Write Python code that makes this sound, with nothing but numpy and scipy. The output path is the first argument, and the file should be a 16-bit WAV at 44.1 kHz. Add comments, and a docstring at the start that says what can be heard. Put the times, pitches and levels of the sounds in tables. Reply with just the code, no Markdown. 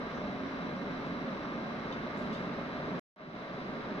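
"""A drumming, scratching rush with thin whines: a ride-on sweeper creeps over dusty concrete in a
large hall, a few metres away and a little to the left. The main broom throws dirt at the booming
hopper, the side brush scratches through grit, gear teeth ring the drive, the fan rushes, the motors
hum and whine, and a few stones clink on the frame. The sound cuts out briefly near the end and
swells back, the middle range first."""
import sys
import numpy as np
from scipy import signal
from scipy.fft import rfft, irfft
from scipy.io import wavfile

SR = 44100
rng = np.random.default_rng(int(sys.argv[2]) if len(sys.argv) > 2 else 0)


def digitize_waveform(pressure):
    """Quantize a signal to 16-bit integers and store it at the path in sys.argv[1].

    Rows of a 2-D input are taken as channels; values are limited to [-1, 1].
    """
    field = np.atleast_2d(pressure).T
    bounded = np.clip(field, -1, 1)
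    quanta = np.round(bounded * 32767).astype(np.int16)
    wavfile.write(sys.argv[1], SR, quanta)


N = 176400


def undb(db):
    """Decibels to gain."""
    return 10 ** (np.asarray(db) / 20)


def level(x, db):
    """Set the rms level."""
    return x * undb(db) / np.sqrt(np.mean(x ** 2))


def clock():
    """Sample times [s]."""
    return np.arange(N) / SR


def bins():
    """Bin frequencies [Hz], kept above zero."""
    return np.maximum(np.arange(N // 2 + 1), 1) * SR / N


def course(points):
    """Interpolate (time [s], value) at each sample."""
    return np.interp(clock(), *np.array(points).T)


def walk(rate_hz):
    """Smooth random drift, rms 1."""
    return level(irfft(rfft(rng.standard_normal(N)) / (1 + (bins() / rate_hz) ** 4), N), 0)


def colour(x, points):
    """Filter by (frequency [Hz], gain [dB])."""
    hz, db = np.array(points).T
    return irfft(rfft(x) * undb(np.interp(np.log(bins()), np.log(hz), db)), N)


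def ring(x, hz, width_hz):
    """One steep-skirted resonance, gain 1 at its centre."""
    f = bins()
    return irfft(rfft(x) / (1 + 1j * (f / hz - hz / f) * hz / width_hz) ** 2, N)


def strikes(per_s, scatter_db):
    """Tiny impacts of random time and size; the rate may vary."""
    hits = rng.random(N) < per_s / SR
    return hits * rng.standard_normal(N) * undb(scatter_db * rng.standard_normal(N))


def cycle(hz, wander):
    """Sine whose frequency wanders by a small fraction."""
    return np.sin(2 * np.pi * (rng.random() + np.cumsum(hz * (1 + wander * walk(5))) / SR))


def burst(start_s, attack_s, decay_s):
    """Envelope: linear rise, exponential decay."""
    age_s = np.maximum(clock() - start_s, 0)
    return np.minimum(age_s / attack_s, 1) * np.exp(-age_s / decay_s)


def broom():
    """Rows of tufts slap the floor and throw dirt at the hopper, whose panels boom."""
    # hopper and body panel modes (frequency [Hz], width [Hz], gain [dB])
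    panel_modes = [(148.5, 39, -5), (183, 55.6, -0.5), (225.3, 60, 0), (266, 59, -6.5), (289.2, 56.4, -3),
                   (388.4, 109, -5), (455, 120, -21.5), (542.8, 54, -5.5), (608, 60, -4.5), (695, 142, -10)]
    # small swells and dips in the rumble (time [s], relative level [dB])
    rumble_level_db = [(0, 3), (0.082, -5), (0.172, 1), (0.501, -1.4), (0.719, 0), (0.951, 0.5), (1.272, 0),
                       (1.48, -2), (1.598, 1), (1.8, -2), (1.948, 1), (2.11, -2.4), (2.222, 2), (2.5, 0),
                       (2.7, -0.8), (2.952, 1.5), (4.0, 2)]
    tufts_per_s, row_hz, row_depth = 1500, 26.95, .3
    hits_per_s = tufts_per_s * (1 + row_depth * cycle(row_hz, wander=.03)) ** 2
    panels = sum(undb(db) * ring(strikes(hits_per_s, scatter_db=1), hz, width_hz)
                 for hz, width_hz, db in panel_modes)
    return level(panels * undb(course(rumble_level_db)), db=-39)


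def side_brush():
    """Bristles flick over concrete, a little harder once each turn."""
    # bristle spectrum (frequency [Hz], gain [dB])
    spectrum = [(300, -8.5), (700, -6), (930, 0), (1180, 2.5), (1420, -2), (1850, -4), (2400, -10.5),
                (3000, -17), (3750, -15), (4400, -21.5), (5500, -26), (6700, -38.5), (7600, -68),
                (15000, -104)]
    # brush pressure on the floor (time [s], relative level [dB])
    pressure_db = [(0, 0), (.7, 0.1), (1.3, 0.4), (1.6, 0), (2.0, 1.1), (2.17, 1), (2.35, 2), (2.55, 0.3),
                   (2.831, 1.5), (3.001, 0.5), (4.0, 2)]
    turn_hz, swing_db = 2.4, 1.5
    force_db = course(pressure_db) + swing_db * cycle(turn_hz, wander=.06) + .25 * walk(30)
    flicks = strikes(per_s=9000, scatter_db=2.2)
    return level(colour(flicks, spectrum) * undb(force_db), db=-43.5)


def drive():
    """Gear teeth chatter and ring the brush drive."""
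    # drive modes (frequency [Hz], width [Hz], gain [dB])
    modes = [(1206, 50, -2), (1600, 60, -2), (2090, 28, -5), (2153, 50, -5), (2658, 110, -13),
             (3031, 70, -14), (3918, 50, -8.7), (3985, 190, -13)]
    mesh_hz, mesh_depth = 73, .19
    teeth = strikes(per_s=4000, scatter_db=1.5) * (1 + mesh_depth * cycle(mesh_hz, wander=.027))
    return level(sum(undb(db) * ring(teeth, hz, width_hz) for hz, width_hz, db in modes), db=-55)


def fan():
    """Air rushes steadily through the suction fan."""
    # airflow spectrum (frequency [Hz], gain [dB])
    spectrum = [(20, -5), (60, 2), (100, 2), (160, 1), (500, 4), (900, -7.5), (2000, -3.5), (5000, -30),
                (7400, -49), (15000, -68)]
    return level(colour(rng.standard_normal(N), spectrum), db=-47.5)


def hiss():
    """Faint, even hiss above the brush noise."""
    # hiss spectrum (frequency [Hz], gain [dB])
    spectrum = [(3000, -10), (7500, 1), (9000, 1), (11500, 0), (14500, -4), (16000, -8)]
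    return level(colour(rng.standard_normal(N), spectrum), db=-81.5)


def drone():
    """The broom motor hums, wavering in pitch and level with the load."""
    # hum partials (frequency [ratio], gain [dB])
    partials = [(1, 0), (2.41, -11)]
    # wavering of the hum (time [s], pitch [Hz], level [dB])
    waver = [(0, 251, -43), (.1, 250, -51), (.28, 252, -46), (.5, 274, -45), (.7, 248, -45),
             (1.1, 254, -47), (1.45, 258, -50), (1.6, 222, -44), (1.85, 235, -51), (2.25, 252, -49),
             (2.6, 245, -52), (2.95, 246, -47), (4.0, 250, -52)]
    times_s, *controls = np.array(waver).T
    hz, hum_db = (np.interp(clock(), times_s, column) for column in controls)
    tones = sum(undb(db + 1.5 * walk(8.4)) * cycle(hz * ratio, wander=.013) for ratio, db in partials)
    return level(tones, 0) * undb(hum_db)


def whines():
    """Stereo motor tones flutter as the machine moves; the highest are beamed and fade as it turns."""
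    # motor tones (frequency [Hz], base level [dB], left minus right [dB], pitch wander [fraction])
    tones = [(5658, -78, 12, .0004), (5622, -89, 8, .0005), (4801, -86, 0, .001), (3919, -82, -3, .001),
             (2658, -77, 0, .005), (2153, -70.5, -3, .004), (2090, -67, -3, .001), (1599, -66.5, 0, .004),
             (1206, -65, -1, .005)]
    # beamed tones during the turn (time [s], gain [dB])
    fade_db = [(0, -2), (.3, 1), (.85, -1), (1.5, 0), (1.9, -3), (2.2, -9), (2.9, -12), (4.0, -14)]
    beamed_above_hz, flutter_db, flutter_hz = 5200, 2.5, 14
    out = np.zeros((2, N))
    for hz, db, pan_db, wander in tones:
        tone = level(cycle(hz, wander), db) * undb(course(fade_db) * (hz > beamed_above_hz))
        for channel, sign in enumerate((1, -1)):
            out[channel] += tone * undb(sign * pan_db / 2 + flutter_db * walk(flutter_hz))
    return out


def grit():
    """Short grainy rasps where the brush bites into coarser dirt."""
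    # rasps (start [s], decay [s], centre [Hz], width [Hz], level before envelope [dB])
    scrapes = [(.14, .05, 5900, 600, -66.5), (1.055, 0.022, 3200, 1520, -54),
               (2.168, 0.05, 6800, 2600, -68.5), (2.18, 0.14, 9150, 3200, -80),
               (2.346, .004, 11000, 9500, -65), (2.32, 0.076, 4780, 2380, -61)]
    out = np.zeros(N)
    for start_s, decay_s, hz, width_hz, db in scrapes:
        grains = ring(strikes(per_s=700, scatter_db=-2.5), hz, width_hz)
        out += level(grains, db) * burst(start_s, attack_s=.009, decay_s=decay_s)
    return out


def clink():
    """Stones chatter briefly against the steel frame."""
    # clink modes (frequency [Hz], width [Hz], gain [dB])
    modes = [(3060, 130, -5.5), (3620, 110, 1), (4680, 180, -11), (6100, 300, -25)]
    # stone hits (start [s], decay [s], level before envelope [dB], pitch [ratio])
    stones = [(1.923, .012, -41, 1), (2.328, .025, -51, .95), (2.345, .028, -48.5, 1.025)]
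    out = np.zeros(N)
    for start_s, decay_s, hit_db, ratio in stones:
        ringing = sum(undb(db) * ring(rng.standard_normal(N), hz * ratio, width_hz)
                      for hz, width_hz, db in modes)
        out += level(ringing, hit_db) * burst(start_s, attack_s=.0038, decay_s=decay_s)
    return out


def hall(source, echo_db):
    """Direct sound arrives left first; the hall adds a wash, alike on both sides only in the bass."""
    # left lead by band (frequency [Hz], scale [ratio])
    lead_scale = [(600, .65), (1400, .62), (2300, .95), (4000, 1.02)]
    base_lead_s, spacing_m, sound_m_per_s = .00029, .11, 343
    f, sign = bins(), np.array([[1], [-1]])
    coherence = np.sinc(2 * f * spacing_m / sound_m_per_s)
    # fresh draws give the wash the source's colour but an unrelated waveform
    direct, mid, side = (rfft(source()) for _ in range(3))
    echo = mid * np.sqrt((1 + coherence) / 2) + sign * side * np.sqrt((1 - coherence) / 2)
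    lead_s = base_lead_s * np.interp(f, *np.array(lead_scale).T)
    both = direct * np.exp(1j * np.pi * f * lead_s * sign) + undb(echo_db) * echo
    return irfft(both, N) / np.hypot(1, undb(echo_db))


def scene():
    """The whole machine in the hall, each channel with its own colour."""
    # stereo balance (frequency [Hz], left minus right [dB])
    balance = [(70, -1), (115, 3.5), (170, -1.2), (270, -3.5), (340, -2), (480, 2.5), (580, 3), (690, -1),
               (900, 4), (1150, -2.5), (1500, 0), (2200, -2.5), (3100, 2), (4000, -3), (4600, 6), (6100, 6),
               (7500, -3.5)]
    mix = sum(hall(source, echo_db=1) for source in (side_brush, grit, clink, fan, hiss))
    mix += hall(broom, echo_db=6) + hall(drive, echo_db=2) + hall(drone, echo_db=-11)
    left = colour(mix[0], [(hz, db / 2) for hz, db in balance])
    right = colour(mix[1], [(hz, -db / 2) for hz, db in balance])
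    return np.array([left, right]) + whines()


def record(dry):
    """The sound cuts out, then swells back band by band; a low-pass trims the top throughout."""
    # swell after the gap (time [s], bass [dB], middle [dB], treble [dB])
    swell_db = [(3.16, -26.5, -20, -21), (3.208, -17, -8, -11), (3.29, -8.5, -9, -8.5),
                (3.39, -7, -3.5, -3), (3.48, -9, -3, -3.5), (3.58, -3.5, -3, -1.5), (4.0, -3, -1.5, -2)]
    cut_s, back_s, rumble_back_s, rumble_held_db = 2.9955, 3.161, 3.2, -8.5
    rumble_hz, bass_hz, treble_hz, top_hz = 165, 443, 2800, 15100
    t = clock()
    rumble, bass, treble = (
        signal.sosfiltfilt(signal.butter(2, hz, kind, fs=SR, output="sos"), dry)
        for hz, kind in ((rumble_hz, "low"), (bass_hz, "low"), (treble_hz, "high")))
    middle = dry - bass - treble
    held = np.clip((rumble_back_s - t) / .03, 0, 1)  # the deepest rumble returns last
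    bass = bass - rumble * (1 - undb(rumble_held_db)) * held
    times_s, *band_db = np.array(swell_db).T
    swell = sum(band * undb(np.interp(t, times_s, db))
                for band, db in zip((bass, middle, treble), band_db))
    out = dry * (t < cut_s) + swell * (t > back_s)
    return signal.sosfilt(signal.ellip(8, .2, 70, top_hz, fs=SR, output="sos"), out)


dry = scene()
out = record(dry)
digitize_waveform(out)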